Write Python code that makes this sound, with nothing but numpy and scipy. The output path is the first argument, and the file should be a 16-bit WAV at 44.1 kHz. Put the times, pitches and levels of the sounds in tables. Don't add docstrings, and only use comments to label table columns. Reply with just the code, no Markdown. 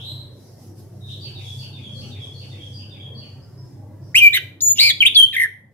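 import sys
import numpy as np
from scipy import signal
from scipy.fft import rfft, irfft, next_fast_len
from scipy.io import wavfile
from scipy.ndimage import uniform_filter1d, minimum_filter1d

SR = 44100
rng = np.random.default_rng(int(sys.argv[2]) if len(sys.argv) > 2 else 0)


def dump(signal):
    limited = np.clip(np.atleast_2d(signal).T, -1, 1)
    pcm = np.round(limited * 32767).astype(np.int16)
    wavfile.write(sys.argv[1], SR, pcm)


def field_ratio(decibels):
    return 10 ** (np.asarray(decibels, dtype=float) / 20)


N = 253032

# t/s, f/Hz, level/dB
UPSWEEP = [(4.144, 1830, -22.5), (4.156, 2377, -7), (4.172, 2840, -4), (4.184, 3176, -10),
           (4.193, 2965, -11.5), (4.206, 2500, -23)]
LOW_WHISTLE = [(4.204, 2415, -21.5), (4.232, 2404, -2), (4.255, 2366, -7.5), (4.268, 2323, -5),
               (4.285, 2393, -19), (4.298, 2420, -28.5)]
SHORT_ARCH_LOW = [(4.330, 1844, -34.5), (4.345, 2062, -17.5), (4.368, 2010, -19), (4.378, 1524, -21.5)]
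SHORT_ARCH_HIGH = [(4.330, 3490, -18.5), (4.340, 3863, -18.5), (4.362, 3730, -25.5), (4.378, 2710, -16.5)]
HIGH_WHISTLE = [(4.605, 3020, -26.5), (4.610, 5850, -31.5), (4.615, 6800, -29), (4.623, 6970, -15),
                (4.680, 6894, -15.5), (4.700, 6825, -14), (4.724, 6845, -11.5)]
UNDERTONE = [(4.672, 3460, -54.5), (4.700, 3410, -50.5), (4.724, 3430, -50.5)]
INTAKE = [(4.755, 2986, -46.5), (4.786, 2640, -28.5)]
LONG_ARCH_LOW = [(4.793, 1905, -32.5), (4.805, 2277, -17), (4.860, 2381, -17), (4.898, 2250, -17.5),
                 (4.908, 1740, -27.5)]
LONG_ARCH_HIGH = [(4.782, 2350, -23), (4.790, 3490, -13), (4.800, 4225, -11), (4.830, 4417, -11),
                  (4.870, 4467, -17), (4.895, 4180, -15), (4.912, 3110, -12.5)]
STEP_DOWN = [(5.004, 3133, -9.5), (5.017, 3083, -11), (5.027, 2255, -9), (5.034, 2295, -8)]
FLICK = [(5.050, 2207, -11.5), (5.058, 2620, -10), (5.066, 3402, -1.5), (5.073, 3810, -12.5),
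         (5.078, 3385, -20.5), (5.084, 2094, -10.5)]
GRACE = [(5.147, 4300, -14), (5.153, 4603, -22), (5.166, 3650, -11)]
LONG_WHISTLE = [(5.153, 3470, -16.5), (5.166, 3436, -10), (5.178, 3298, 0.5), (5.212, 3144, -3),
                (5.222, 3133, -15), (5.232, 3103, -5), (5.247, 3103, -13.5)]
RASP_LOW = [(5.328, 1930, -32.5), (5.340, 1836, -32.5), (5.360, 1662, -28.5)]
RASP_HIGH = [(5.324, 2644, -39), (5.340, 2400, -34.5), (5.358, 2294, -29.5)]
TRILL = [(5.364, 1970, -13), (5.380, 1985, -21), (5.400, 1964, -16), (5.440, 1900, -15), (5.462, 1673, -29)]
# harmonics 2, 3, 4, 5 and up, level/dB re first
BRIGHT, ROUND, REEDY = (-32, -17.5, -27, -42), (-32, -32, -39.5, -20), (-20.5, -26.5, -29.5, -29)
THIN, NASAL, HOARSE = (-9, -42, -56, -61), (-25, 12.5, -30.5, -37), (2.7, -29, -27.5, -34)
RICH, PURE = (-20, -16, -28.5, -39.5), (-38, -39, -29.5, -40.5)


def rms_one(x):
    return x / np.sqrt(np.mean(x ** 2) + 1e-20)


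def in_time(rows):
    s, values = np.transpose(rows)
    return np.interp(np.arange(N) / SR, s, values)


def at_hz(points, hz):
    f, values = np.transpose(points)
    return np.interp(np.log(np.maximum(hz, 1)), np.log(f), values)


def coloured(spectrum):
    # f/Hz, correlation
    likeness = [(60, 0.98), (130, 0.95), (290, 0.87), (640, 0.4), (1410, 1), (3100, 0.16), (6820, -1.7),
                (15000, -1.8)]
    size = next_fast_len(N, real=True)
    hz = np.fft.rfftfreq(size, 1 / SR)
    mid, side = rfft(rng.standard_normal((2, size)))
    alike = np.clip(at_hz(likeness, hz), 0, 1)
    pair = np.sqrt(1 + alike) * mid + np.sqrt(1 - alike) * side * [[1], [-1]]
    return rms_one(irfft(pair * field_ratio(at_hz(spectrum, hz)), size)[:, :N])


def patchy(x, depth_db, bins, frames):
    cells = signal.stft(x, nperseg=2048)[2]
    field = rng.standard_normal(cells.shape[1:])
    field = uniform_filter1d(field, size=bins, axis=0)
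    field = uniform_filter1d(field, size=frames, axis=1)
    swollen = cells * field_ratio(depth_db * rms_one(field))
    return rms_one(signal.istft(swollen, nperseg=2048)[1][:, :N])


def wander(rate_hz):
    low_pass = signal.butter(2, rate_hz, fs=SR, output="sos")
    return rms_one(signal.sosfilt(low_pass, rng.standard_normal(N)))


def late(x, ms):
    return np.interp(np.arange(N) - ms * SR / 1000, np.arange(N), x, left=0)


def reverb(x, t60, rise_ms):
    t = np.arange(SR) / SR
    decay = field_ratio(-60 * t / t60) * (1 - np.exp(-t * 1000 / rise_ms))
    tail = rng.standard_normal((2, SR)) * decay
    return signal.fftconvolve(x[None], tail / np.sqrt(np.sum(tail ** 2) / 2), axes=1)


def thrush():
    # note, voice, breath level/dB, warble rate f/Hz, warble depth/share of pitch
    song = [(UPSWEEP, RICH, -15, 0, 0.019), (LOW_WHISTLE, ROUND, -26, 0, 0),
            (SHORT_ARCH_LOW, REEDY, -5, 147.5, 0.071), (SHORT_ARCH_HIGH, REEDY, -13, 140, 0.044),
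            (HIGH_WHISTLE, THIN, -44, 0, 0.0028), (UNDERTONE, NASAL, -34, 0, 0),
            (INTAKE, HOARSE, -1.5, 520, 0.16), (LONG_ARCH_LOW, BRIGHT, -19.5, 150, 0.036),
            (LONG_ARCH_HIGH, REEDY, -16.5, 110, .07), (STEP_DOWN, PURE, -21.5, 0, 0.016),
            (FLICK, BRIGHT, -20, 0, 0.0013), (GRACE, PURE, -14, 0, 0.01),
            (LONG_WHISTLE, BRIGHT, -27.5, 0, 0), (RASP_LOW, HOARSE, -8, 55, 0.026),
            (RASP_HIGH, REEDY, -8, 230, .08), (TRILL, ROUND, -24.5, 57, 0.063)]
    # f/Hz, density level/dB
    breath_tone = [(1500, -19), (3000, 6), (4500, -9), (5800, -14), (7000, -13.5), (8500, -19),
                   (10500, -5.5), (13000, 0), (15000, -1), (16500, -6)]
    out, all_shake, all_flutter = np.zeros(N), wander(370), wander(120)
    all_breath = patchy(coloured(breath_tone), depth_db=3.0, bins=12, frames=2)[0]
    for rows, overtones_db, breath_db, warble_hz, depth in song:
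        s, pitches, levels = np.transpose(rows)
        span = slice(int(s[0] * SR), int(s[-1] * SR))
        t, breath, shake = np.arange(N)[span] / SR, all_breath[span], all_shake[span]
        hz = uniform_filter1d(np.interp(t, s, pitches), size=160, mode="nearest")
        level_db = np.interp(t, s, levels)

        beat = 2 * np.pi * warble_hz * (t - s[0]) + 3.2 * depth * shake
        swing = np.cos(beat - 0.6) + 0.43 * np.sin(2 * beat)
        phase = 2 * np.pi * np.cumsum(hz * (1 + depth * swing + 0.0017 * shake)) / SR

        effort = field_ratio(0.38 * (level_db - levels.max()))
        tone = np.zeros(len(t))
        for k, harmonic_db in enumerate([0, *overtones_db, overtones_db[-1] - 0.5], start=1):
            harmonic = np.sin(k * phase) * (k * hz < 20000)
            tone += field_ratio(harmonic_db) * effort ** min(k - 1, 2) * harmonic

        inside = np.minimum(t - s[0], s[-1] - t)
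        airflow = np.clip(inside / 0.015, 0, 1)
        throb = 1 + 2.0 * depth * swing + 1.6 * depth * all_flutter[span]
        voice = np.sqrt(2) * tone + field_ratio(breath_db) * airflow * breath
        out[span] += np.clip(inside / 0.002, 0, 1) * field_ratio(level_db) * throb * voice
    return signal.sosfilt(signal.butter(4, 1300, "high", fs=SR, output="sos"), out)


def near_room(bird):
    # left delay t/ms, right delay t/ms, level/dB
    echoes = [(2.9, 5.6, -5.5), (6.3, 16, -15.5), (11.0, 12.1, -9.5)]
    heard = np.array([bird, field_ratio(-1.0) * late(bird, ms=0.1)])
    for left_ms, right_ms, db in echoes:
        heard = heard + field_ratio(db) * np.array([late(bird, left_ms), late(bird, right_ms)])
    dull = signal.sosfilt(signal.butter(1, 7000, fs=SR, output="sos"), bird)
    return heard + field_ratio(-10.5) * reverb(dull, t60=0.38, rise_ms=3.3)[:, :N]


def far_notes():
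    # onset t/s, length t/s, from f/Hz, to f/Hz, level/dB
    motif = [(0.001, 0.058, 3300, 2764, -51), (0.043, 0.055, 1584, 1538, -70),
             (0.12, 0.0458, 3790, 3436, -48), (0.157, 0.045, 2620, 2470, -56),
             (0.202, 0.09, 3381, 3329, -45)]
    motif_buzz = [0.08, 0.062, 0.022, 0.086, 0.023]
    # t/s, time stretch, pitch factor, level/dB
    repeats = [(1.224, 0.97, 1.02, 2), (1.595, 1.046, 0.99, 0.9), (1.991, 0.91, 0.998, 0.2),
               (2.386, 0.9, 0.98, -2.5), (2.776, 0.97, 0.98, -1.6)]
    # t/s, length t/s, from f/Hz, to f/Hz, level/dB
    leads = [(1.197, 0.065, 4640, 4470, -43.5), (1.567, 0.06, 4580, 4500, -46),
             (1.933, 0.087, 4404, 4535, -49.5), (2.328, 0.09, 4385, 4490, -50),
             (2.717, 0.072, 4736, 4825, -47.5), (3.138, 0.063, 4470, 4610, -47)]
    # t/s, length t/s, from f/Hz, to f/Hz, level/dB
    loose_clear = [(0.03, 0.094, 3843, 4110, -41), (0.998, 0.12, 3750, 3730, -53),
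                   (3.407, 0.0356, 4870, 5100, -62.5), (3.563, 0.037, 5100, 5170, -58.5)]
    # t/s, length t/s, from f/Hz, to f/Hz, level/dB
    loose_buzzy = [(-.06, 0.12, 3133, 3713, -45.5), (0.458, 0.027, 5020, 4880, -65),
                   (1.066, 0.081, 3480, 3760, -44.5), (2.506, 0.041, 1960, 1950, -63),
                   (3.197, 0.0395, 3270, 2750, -53.5), (3.213, .06, 2470, 2480, -66),
                   (3.997, 0.095, 5300, 5380, -67)]
    notes = []
    for s, stretch, pitch, more_db in repeats:
        for (after, length, a, b, db), buzz in zip(motif, motif_buzz):
            notes.append((s + after * stretch, length, a * pitch, b * pitch, db + more_db, buzz))
    notes += [(*row, 0.025) for row in [*leads, *loose_clear]]
    return notes + [(*row, 0.065) for row in loose_buzzy]


def far_bird():
    lead = SR // 10
    out, all_shake = np.zeros(N), wander(250)
    for s, length, from_hz, to_hz, db, buzz in far_notes():
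        span = slice(lead + int(s * SR), lead + int((s + length) * SR))
        part = np.linspace(0, 1, span.stop - span.start)
        hz = (from_hz + (to_hz - from_hz) * part) * (1 + buzz * all_shake[span])
        phase = 2 * np.pi * np.cumsum(hz) / SR
        overtones_db = -19.5 + 2.0 * (db + 39.5)
        tone = np.sin(phase) + field_ratio(overtones_db) * (np.sin(2 * phase) + np.sin(3 * phase))
        out[span] += field_ratio(db + 11.5) * np.sqrt(np.sin(np.pi * part).clip(0)) * tone
    return reverb(out, t60=0.6, rise_ms=4.2)[:, lead:lead + N]


def rustle_envelopes():
    # t/s, length t/s, level/dB, top level/dB re body
    rustles = [(-0.03, 0.097, -66.5, 1), (0.301, 0.24, -67.5, 2), (0.562, 0.11, -64.5, 1.5),
               (0.751, 0.038, -63, 3.5), (0.88, 0.3, -73.5, 1.5), (1.047, 0.1, -63.5, -13),
               (1.19, 0.11, -64.5, -19), (1.37, 0.17, -57, -7), (1.532, 0.11, -60.5, -2),
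               (1.74, 0.1, -73, -25), (1.875, 0.23, -60, -16), (2.188, 0.092, -63.5, -12),
               (2.3, 0.25, -64.5, -9), (2.553, 0.25, -64, -19), (3.157, 0.17, -71.5, -19),
               (3.433, 0.12, -78, 1), (3.598, 0.14, -73.5, -13), (4.029, 0.15, -76.5, -12)]
    t = np.arange(N) / SR
    body = np.full(N, field_ratio(-84)) * (t < UPSWEEP[0][0])
    top = body * field_ratio(-11.0)
    for s, length, db, top_db in rustles:
        swell_s = 0.033 + 0.31 * length
        fall_db = 117.5 * np.maximum(t - s - length, 0)
        shape = np.clip((t - s) / swell_s, 0, 1) * field_ratio(db - fall_db)
        body, top = body + shape, top + field_ratio(top_db) * shape
    return body, top


def rustle():
    # f/Hz, density level/dB
    body_tone = [(1800, -27.5), (2800, -11.5), (4000, -4.5), (5400, 3), (7200, -5.5), (10000, -8),
                 (12500, -19.5)]
    # f/Hz, density level/dB
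    top_tone = [(8000, -10.5), (11000, 1), (13000, -2), (15800, -13)]
    body_level, top_level = rustle_envelopes()
    brush = patchy(coloured(body_tone), depth_db=3.0, bins=8, frames=3)
    return field_ratio(5.0) * (body_level * brush + top_level * field_ratio(-3.0) * coloured(top_tone))


def motor():
    # f/Hz, width f/Hz, level/dB
    modes = [(95.8, 23.3, -2.5), (127.8, 19.4, 6), (157, 9.6, -14.5)]
    # f/Hz, level/dB re throb
    hum = [(100, -5), (600, -32)]
    # t/s, level/dB
    load = [(0.0, -37.5), (0.08, -42), (0.13, -33), (0.45, -46.5), (1.2, -35.5), (1.92, -40.5),
            (2.0, -31.5), (2.21, -38.5), (3.9, -39.5), (4.11, -38), (4.28, -46), (4.46, -41.5),
            (4.59, -49.5), (4.65, -41.5), (5.71, -52.5), (5.74, -42)]
    hz, t = np.geomspace(20, 400, num=80), np.arange(N) / SR
    body = sum(field_ratio(db) / (1 + (2 * (hz - f) / width) ** 2) for f, width, db in modes)
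    throb = field_ratio(-4.0) * coloured(np.transpose([hz, 20 * np.log10(body)]))
    lines = np.zeros(N)
    for f, db in hum:
        lines += field_ratio(db + 2.0 * wander(5.6)) * np.sqrt(2) * np.sin(2 * np.pi * f * t)
    return field_ratio(in_time(load) + 1.5) * (throb + lines)


def traffic():
    # f/Hz, density level/dB
    room_tone = [(100, -29.5), (170, -3), (376, -7.5), (409, -10), (600, -13.5), (660, -16.5), (834, -21),
                 (1350, -32.5), (2000, -34.5), (2750, -52.5), (4500, -64), (5850, -91.5), (9900, -120)]
    # t/s, level/dB
    room_level = [(0.0, -49), (0.49, -50.5), (1.09, -52), (1.28, -50), (1.42, -51), (2.04, -48),
                  (2.76, -52), (3.26, -46.5), (3.47, -50), (4.2, -50.5), (4.46, -54), (5.13, -53),
                  (5.63, -60.5), (5.74, -64)]
    room = patchy(coloured(room_tone), depth_db=4.0, bins=3, frames=7)
    return field_ratio(in_time(room_level) + 2.5) * room


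def scene():
    return near_room(thrush()) + far_bird() + rustle() + motor() + traffic()


def band_limit(x):
    return signal.sosfilt(signal.butter(12, 15840, fs=SR, output="sos"), x)


def record(dry):
    peak = -minimum_filter1d(-np.abs(dry).max(axis=0), size=200)
    held = dry / np.maximum(uniform_filter1d(peak, size=200) / 1.04, 1)
    held = held + 0.0048 * held ** 2
    hash_filter = signal.butter(1, 5000, fs=SR, output="sos")
    hash_noise = signal.sosfilt(hash_filter, rng.standard_normal(dry.shape))
    strain = np.minimum(uniform_filter1d(peak, size=600), 1.2) ** 2.6
    held = held + field_ratio(-37.5) * strain * hash_noise
    fade = np.clip((N - np.arange(N)) / SR / 0.012, 0, 1)
    top_cut = signal.cheby2(12, 60, 16600, fs=SR, output="sos")
    x = signal.sosfilt(top_cut, np.clip(held, -1, 1)) * fade
    return band_limit(np.clip(x, -1, 1))


dry = scene()
out = record(dry)
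dump(out)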